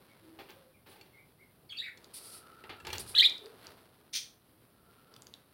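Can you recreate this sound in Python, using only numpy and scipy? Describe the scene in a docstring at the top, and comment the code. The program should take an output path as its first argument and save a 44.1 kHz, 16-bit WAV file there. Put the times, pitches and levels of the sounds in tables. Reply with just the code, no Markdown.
"""Young budgerigars in a wire cage in a small room, heard from just outside the bars.
First a bird peeps further away, gliding sine tones, over filtered noise for the room and faint low tones.
Wing beats (noise bursts and feather clicks) bump the cage, then a rough warble and a thin noise whistle come in.
One bird flaps hard, shaking the cage and ringing its bars, and chirps loudly; a short rasp of pulses follows.
Claw ticks run through to a last cluster, with feathers brushing the mesh and an unbroken faint rustle."""
import sys
import numpy as np
from scipy import signal
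from scipy.fft import rfft, irfft
from scipy.io import wavfile

SR = 44100
rng = np.random.default_rng(int(sys.argv[2]) if len(sys.argv) > 2 else 0)


def wav_out(sig):
    """Save sig, one row per channel (or a flat mono array), as 16-bit PCM at SR to the path in sys.argv[1]."""
    wavfile.write(sys.argv[1], SR, np.round(np.clip(np.atleast_2d(sig).T, -1, 1) * 32767).astype(np.int16))


N = 243873
T = np.arange(N) / SR


def undb(db):
    """Decibels to gain."""
    return 10 ** (np.asarray(db) / 20)


def unit(x):
    """Scale to rms 1."""
    return x / np.sqrt(np.mean(x ** 2) + 1e-18)


def white():
    """White noise as long as the scene."""
    return rng.standard_normal(N)


def colour(x, points):
    """Filter by a causal, minimum-phase response through (Hz, dB) points; white noise keeps its power."""
    hz, db = np.transpose(points)
    size = 8192
    log_hz = np.log(np.fft.rfftfreq(size, 1 / SR) + 1)
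    gain = unit(undb(np.interp(log_hz, np.log(hz), db)))
    # folding the cepstrum forward in time makes the response causal
    cepstrum = irfft(np.log(gain + 1e-9))
    cepstrum[1:size // 2] *= 2
    cepstrum[size // 2 + 1:] = 0
    response = irfft(np.exp(rfft(cepstrum)))
    return signal.fftconvolve(x, response)[:len(x)]


def resonate(x, hz, width_hz):
    """One resonance, gain 1 at its centre."""
    hz = min(hz, SR * .45)
    b, a = signal.iirpeak(hz, hz / min(width_hz, SR / 4), fs=SR)
    return signal.lfilter(b, a, x)


def ring_modes(x, modes):
    """Sum of resonances, one per (Hz, width Hz, dB) row."""
    return sum(undb(db) * resonate(x, hz, width_hz) for hz, width_hz, db in modes)


def walk(rate):
    """Random drift with a spread near 1: straight lines between `rate` random points a second."""
    knots = rng.standard_normal(N // 8)
    return np.interp(T * rate, np.arange(len(knots)), knots)


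def grains(rate, spread_db):
    """Tiny clicks of very unequal size, `rate` a second on average, as from feather barbs."""
    sizes = undb(spread_db * np.minimum(rng.exponential(size=N), 5))
    return unit((rng.random(N) < rate / SR) * rng.standard_normal(N) * sizes)


def swells(rows):
    """Gain of sounds that rise evenly, hold and die away exponentially; their powers add."""
    power = np.zeros(N)
    for s, rise, hold, decay, db in rows:
        past = np.maximum(T - s - rise - hold, 0)
        power += (undb(db) * np.clip((T - s) / rise, 0, 1) * np.exp(-past / decay)) ** 2
    return np.sqrt(power)


def arc(u, start, middle, end):
    """Pitch that bends through three values as u runs from 0 to 1."""
    return np.polyval(np.polyfit([0, .5, 1], [start, middle, end], 2), u)


def glides(rows, waver, waver_rate):
    """Soft, wavering sine notes that swell and fade along an arc of pitch."""
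    out, drift = np.zeros(N), 1 + waver * walk(waver_rate)
    for s, length, start_hz, middle_hz, end_hz, db in rows:
        u = np.clip((T - s) / length, 0, 1)
        phase = 2 * np.pi * np.cumsum(arc(u, start_hz, middle_hz, end_hz) * drift) / SR
        out += undb(db) * np.sqrt(8 * u * (1 - u)) * np.sin(phase)
    return out


def room(x, wet_db, t60=0.3, treble_t60=0.29, near_db=-9, near_s=0.0074):
    """Direct sound, quick reflections from the cage tray and walls, and the tail of a small room."""
    t = T[:SR // 2]
    noise = rng.standard_normal(len(t))
    low = signal.sosfiltfilt(signal.butter(2, 5500, fs=SR, output="sos"), noise)
    tail = low * undb(-60 * t / t60) + (noise - low) * undb(-60 * t / treble_t60)
    tail *= t > .006
    # sparse random echoes
    near = rng.standard_normal(len(t)) * (rng.random(len(t)) < .03) * np.exp(-t / near_s) * (t > .002)
    response = (undb(wet_db) * unit(tail) + undb(near_db) * unit(near)) / np.sqrt(len(t))
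    return x + signal.fftconvolve(x, response)[:N]


# Tone of the quiet room. Each row: frequency in Hz, relative level in dB.
ROOM_COLOUR = [(25, -22.5), (60, -4.5), (115, 2), (400, -6.5), (700, -13.5), (2200, -23), (4700, -23.5),
               (7000, -37), (9700, -20), (15800, -22)]


def room_tone():
    """Steady filtered noise, its level drifting slightly."""
    return colour(white(), ROOM_COLOUR) * undb(-65.5 + 0.76 * walk(14))


# Faint low tones. Each row: start in seconds, length in seconds, start, middle and end pitch in Hz
# before the waver, relative level in dB.
FAR_TONES = [(.215, .14, 335, 325.3, 335, -55.5), (.47, 0.2, 519, 532, 510, -62),
             (3.37, 0.12, 394.2, 418.5, 448, -50.5)]


def far_tones():
    """Low gliding sines with more reverberation than direct sound."""
    return room(glides(FAR_TONES, waver=0.036, waver_rate=120) * undb(-4.5), wet_db=3.5)


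# Faint whistle. Each row: start, rise, hold and decay in seconds, level in dB.
WHISTLE_SWELLS = [(2.1, 0.4, 0.31, 0.081, -61), (4.68, 0.21, 0.3, 0.048, -70.5)]


def whistle():
    """Noise through two equal narrow resonances in a row gives a thin, unsteady whistle."""
    hz, width_hz = 1335, 150  # of each resonance
    narrow = resonate(resonate(white(), hz, width_hz), hz, width_hz)
    return unit(narrow) * swells(WHISTLE_SWELLS)


# Bouts of rustling as the birds move. Each row: start, rise, hold and decay in seconds, relative level in dB.
RUSTLE_BOUTS = [(0, 0.0021, .62, 0.02, -68), (1.9, 0.14, 0.75, 0.066, -65), (2.83, 0.046, 0.83, 0.17, -60),
                (4.7, 0.57, 0.016, 0.2, -67.5)]
# Tone of the rustle. Each row: frequency in Hz, relative level in dB.
RUSTLE_TONE = [(400, -14), (1300, -1), (2200, -8), (4400, -8.5), (7000, -27), (9700, -14), (15500, -21)]
# Hollow tone of the cage, also of the wing air. 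Each row: frequency in Hz, relative level in dB.
HOLLOW_TONE = [(100, -22.5), (250, -6.5), (400, -2), (1100, -13), (2500, -41.5)]
# Cage shaking under the flapping. Each row: start, rise, hold and decay in seconds, relative level in dB.
SHAKE_SWELLS = [(2.82, .03, .16, 0.17, -55)]
# Modes of the cage and its tray, rung by the wings too; the first colours the shake.
# Each row: frequency in Hz, width in Hz, relative level in dB.
CAGE_MODES = [(370, 21, 3), (837, 97, 0.5), (1224, 99, -9.5), (1574, 160, -15)]


def stirring():
    """Small movements rustle, sound the hollow cage and shake it."""
    fidget_db = -74.5  # floor of movement that never stops
    movement = np.hypot(swells(RUSTLE_BOUTS), undb(fidget_db))
    rustle = colour(grains(rate=2600, spread_db=1.5), RUSTLE_TONE) * undb(2 * walk(37) - 0.5)
    hollow = colour(white(), HOLLOW_TONE) * undb(2 * walk(26))
    shake = colour(white(), [(25, -24.5), (55, -7.5), (85, -0.5), (200, -11), (1500, -71.0)])
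    tray_hz, tray_width_hz, _ = CAGE_MODES[0]
    tray = unit(resonate(white(), tray_hz, tray_width_hz))
    shaking = (undb(0.5) * shake + undb(-2.5) * tray) * swells(SHAKE_SWELLS)
    return (rustle + hollow) * movement + shaking


# Strokes along the mesh. Each row: start, rise, hold and decay in seconds, level in dB before the flicker.
BRUSH_STROKES = [(.875, 0.024, 0.028, 0.035, -64), (2.134, 0.0086, 0.037, 0.028, -47),
                 (2.17, 0.11, 0.096, 0.027, -51.5), (2.989, 0.0092, .003, .0213, -40.5),
                 (3.055, 0.039, 0.0046, 0.041, -47)]
# Tone of the brushing. Each row: frequency in Hz, relative level in dB.
BRUSH_TONE = [(1180, -43.5), (2000, -13.5), (3120, -10.5), (4670, -1), (6810, -16.5), (9680, 2),
              (15500, -18)]


def brushing():
    """Fine friction along the mesh: very dense clicks blur into a flickering hiss."""
    hiss = colour(grains(rate=56000, spread_db=2.0), BRUSH_TONE) * undb(1.2 * walk(83))
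    return hiss * swells(BRUSH_STROKES)


# Far bird's peeps. Each row: start in seconds, length in seconds, start, middle and end pitch in Hz
# before the waver, relative level in dB.
FAR_PEEPS = [(.09, 0.049, 2136, 2202, 2180, -66), (.735, 0.046, 2350, 2320, 2130, -68.5),
             (1.128, 0.099, 2100, 2130, 2334, -61.5), (1.388, 0.064, 2010, 2214, 2050, -64)]


def far_peeps():
    """Wavering, gliding sines from a bird further away, well into the room sound."""
    return room(glides(FAR_PEEPS, waver=0.0394, waver_rate=350) * undb(-2.0), wet_db=-1.5)


# Claws and beaks on the wire. Each row: start in seconds, relative level in dB, brightest frequency in Hz.
CLAW_TICKS = [(0.506, -56, 5200), (2.044, -50, 3450), (2.9826, -31.5, 7140), (3.298, -41.5, 5000),
              (3.381, -47, 5540), (3.459, -50, 4460), (3.669, -44.5, 5180), (5.14, -54, 4630),
              (5.164, -47, 3350), (5.221, -45.5, 7120), (5.269, -47.5, 5540), (5.339, -44, 3730)]
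# Modes of the wire. Each row: frequency in Hz, width in Hz, relative level in dB.
WIRE_MODES = [(3854, 522, -4), (4660, 610, 3), (5660, 110, -9.5)]


def claws():
    """A sharp contact rings the wire for a few milliseconds and knocks the tray faintly."""
    out, t = np.zeros(N), T[:SR // 20]
    for s, db, bright_hz in CLAW_TICKS:
        contact = rng.standard_normal(len(t)) * np.exp(-t / .0006)
        tick = resonate(contact, bright_hz, 0.4 * bright_hz)
        i = int(s * SR)
        out[i:i + len(t)] += undb(db + 6.5) * tick / np.abs(tick).max()
    ring = ring_modes(out, WIRE_MODES)
    knock = resonate(out, 380, 200) + resonate(out, 1277, 400)
    return room(out + undb(3.0) * ring + undb(3.0) * knock, wet_db=-11.0, near_db=-9.0)


# Feet and bodies on the bars. Each row: start in seconds, direct peak level in dB,
# brightest frequency of the contact in Hz.
BAR_KNOCKS = [(.394, -52, 3500), (1.012, -44.5, 3700), (1.974, -46.5, 4000), (2.64, -55, 3800),
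              (2.697, -43.5, 3300), (2.801, -42.5, 2300), (2.85, -38, 2200), (2.869, -31.5, 4200),
              (2.903, -32.5, 2400), (2.93, -27, 3700), (2.955, -33, 3200)]
# Modes of the bars. Each row: frequency in Hz before detuning, relative level in dB.
BAR_MODES = [(915, -1), (1690, 0), (2370, -2), (2690, 2), (3450, -3), (4350, 0)]


def bars():
    """A knock buzzes briefly and rings the bars; every spot struck has its own tuning."""
    buzz_s, width_hz, detune = .004, 65, .02  # contact decay, mode width, spread of tuning as a share
    out, t = np.zeros(N), T[:SR // 8]
    for s, db, bright_hz in BAR_KNOCKS:
        contact = resonate(rng.standard_normal(len(t)) * np.exp(-t / buzz_s), bright_hz, bright_hz)
        tuning = 1 + detune * rng.standard_normal(len(BAR_MODES))
        modes = [(hz * k, width_hz, mode_db) for (hz, mode_db), k in zip(BAR_MODES, tuning)]
        knock = ring_modes(contact, modes) + undb(-13.0) * contact
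        i = int(s * SR)
        out[i:i + len(t)] += undb(db) * knock / np.abs(knock).max()
    return room(out, wet_db=-8.0)


# Wing beats and bumps on the cage. Each row: start in seconds, relative level in dB, decay in seconds,
# treble in dB over the beat, low puff in dB over the beat.
WING_BEATS = [(.388, -48, 0.032, -1, 6), (0.487, -51, 0.026, 3, -2), (0.862, -59, .16, 3.5, 5.5),
              (2.639, -44, .008, -24, -8), (2.694, -39.5, 0.023, -20, -4), (2.849, -44, 0.011, -23, -7),
              (2.869, -41.5, .03, -3, -16.5), (2.928, -39, 0.031, 2.5, -7), (3.656, -54, 0.024, -2.5, 1)]
# Tone of the beats. Each row: frequency in Hz, relative level in dB.
BEAT_TONE = [(30, -23.5), (98, -4.5), (218, -25.5), (368, -3.5), (621, -15.5), (2600, -10), (4240, -13.5),
             (6980, -36), (15500, -19.5)]


def wings():
    """Each beat bumps the cage and puffs air against the tray, while a burst of feather clicks dies away."""
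    body, treble, bumps, puffs = np.zeros((4, N))
    for s, db, decay, treble_db, puff_db in WING_BEATS:
        t = np.maximum(T - s, 0)
        burst = undb(db) * (1 - np.exp(-t / 0.0024)) * np.exp(-t / decay)
        slow_puff = undb(db + puff_db) * (1 - np.exp(-t / 0.0076)) * np.exp(-t / (1.77 * decay))
        body += burst
        treble += burst * undb(treble_db)
        puffs += burst * undb(puff_db) + slow_puff
        bumps += undb(db) * (t > 0) * np.exp(-t / 0.0031)
    feathers = grains(rate=7000, spread_db=1.5) * undb(2.0 * walk(140))
    dull = signal.butter(4, 5000, fs=SR, output="sos")
    low_feathers = signal.sosfiltfilt(dull, feathers)
    blows = signal.sosfilt(dull, white() * bumps) + low_feathers * body
    bright = (feathers - low_feathers) * treble
    beats = colour(blows + bright, BEAT_TONE) * undb(-1.5)
    air = colour(white(), HOLLOW_TONE) * puffs * undb(-15.5)
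    ring = ring_modes(blows, CAGE_MODES) * undb(11.0)
    return room(air + beats + ring, wet_db=-5.5)


# Pulses of the rasp. Each row: start, rise, hold and decay in seconds, relative level in dB.
RASP_SWELLS = [(4.127, 0.014, 0.012, 0.012, -36.5), (4.149, 0.0063, 0.013, 0.017, -32.5)]
# Broad throat resonances. Each row: frequency in Hz, relative level in dB.
RASP_TONE = [(700, -39), (2100, -9), (3710, 0), (5120, -3), (6050, 2), (7590, -20), (9070, -8),
             (11000, -22), (15500, -17.5)]


def rasp():
    """A harsh squawk: chaotic pulses in broad throat resonances."""
    source = colour(grains(rate=7000, spread_db=1.5), RASP_TONE) * undb(2 * walk(300))
    return room(source * swells(RASP_SWELLS) * undb(-1.0), wet_db=-3.5)


def syrinx(hz, second_db, jitter, flutter_db, third_db, upper_db, trill_hz, trill):
    """A fast-gliding, trilling membrane tone with thin overtones; the throat mostly favours its second harmonic."""
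    shiver = trill * np.sin(2 * np.pi * trill_hz * T + 2 * walk(100))
    phase = 2 * np.pi * np.cumsum(hz * (1 + shiver + jitter * walk(1500))) / SR
    second = undb(second_db)
    # the first two harmonics trade places at constant power
    tone = (np.sin(phase) + second * np.sin(2 * phase)) / np.sqrt(1 + second ** 2)
    tone += undb(third_db) * np.sin(3 * phase)
    tone += undb(upper_db) * sum(np.sin(k * phase) * (4 / k) ** 1.3 for k in range(4, 10))
    return tone * np.sqrt(2) * undb(flutter_db * walk(450))


def gate(start, end):
    """A sung note opens and closes within a few milliseconds."""
    attack_s, release_s = .007, 0.0026
    opening = np.clip((T - start) / attack_s, 0, 1)
    closing = np.clip((end - T) / release_s + .5, 0, 1)  # half closed at the end time
    return opening * closing


# Notes of the warble. Each row: start in seconds, length in seconds, start, middle and end pitch in Hz
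# before trill and jitter, relative level in dB, second harmonic in dB over the first, roughness from 0 to 1.
WARBLE_NOTES = [(1.69, 0.0097, 2550, 2290, 2060, -48, 10, 0.3),
                (1.697, 0.029, 1740, 1645, 1650, -42, 25, 0.25),
                (1.721, 0.012, 1540, 1380, 1130, -45.5, 14, 0.6),
                (1.742, 0.035, 1232, 1373, 1306, -46.5, 24, 0.54),
                (1.765, 0.022, 2100, 2285, 2200, -42.5, 25, 0.25),
                (1.781, 0.0312, 1770, 1880, 1952, -34, 31, 0.43),
                (1.811, 0.024, 1750, 1900, 2350, -46, -15, .3),
                (1.832, .056, 2252, 2195, 1805, -43.5, -20, 1)]


def warble():
    """A run of rough notes from the back of the cage, each bending along one arc of pitch."""
    out = np.zeros(N)
    for s, length, start_hz, middle_hz, end_hz, db, second_db, rough in WARBLE_NOTES:
        u = np.clip((T - s) / length, 0, 1)
        hz = arc(u, start_hz, middle_hz, end_hz)
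        tone = syrinx(hz, second_db, jitter=0.05035 * rough, flutter_db=3.0, third_db=-42, upper_db=-30,
                      trill_hz=261.0, trill=0.13 * rough)
        out += tone * undb(db) * gate(s, s + length)
    return room(out * undb(-4.5), wet_db=-1.5, near_db=-4.5)


# Path of the loud chirp. Each row: time in seconds, pitch in Hz before trill and jitter,
# relative level in dB, second harmonic in dB over the first.
CHIRP_PATH = [(3.141, 1200, -46, 1.5), (3.149, 1256, -37.5, 4), (3.153, 1950, -21.5, 34.5),
              (3.161, 1984, -23.5, 23), (3.165, 1656, -26, 16.5), (3.177, 1800, -26, 18),
              (3.189, 2125, -15.5, 24), (3.193, 1510, -20, 31.5), (3.201, 1659, -12, 39.5),
              (3.212, 2077, -14.5, 32), (3.217, 1854, -27, 8), (3.226, 1997, -25.5, -2),
              (3.231, 2385, -21.5, -7.5), (3.239, 2413, -20.5, -4), (3.24, 1500, -25, 30),
              (3.244, 2047, -22.5, 22.5), (3.253, 1714, -15.5, 46.5), (3.270, 1998, -21, 33)]


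def chirp():
    """One loud call close by: its pitch zigzags, and it drops briefly to its fundamental near the end."""
    s, *columns = np.transpose(CHIRP_PATH)
    hz, db, second_db = (np.interp(T, s, column) for column in columns)
    tone = syrinx(hz, second_db, jitter=.03, flutter_db=3.5, third_db=-34.5, upper_db=-31.5,
                  trill_hz=318.2, trill=0.026)
    return room(tone * undb(db - 3.0) * gate(s[0], s[-1]), wet_db=-7.5, near_db=-7.0)


def scene():
    """All the birds, the cage and the quiet room, as one channel."""
    background = room_tone() + far_tones() + whistle()
    cage = stirring() + brushing() + claws() + bars() + wings()
    birds = far_peeps() + rasp() + warble() + chirp()
    return (background + cage + birds)[None]


def record(dry):
    """A steep low-pass cuts the top."""
    top_hz = 15900
    return signal.sosfilt(signal.ellip(10, .2, 70, top_hz, fs=SR, output="sos"), dry)


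dry = scene()
out = record(dry)
wav_out(out)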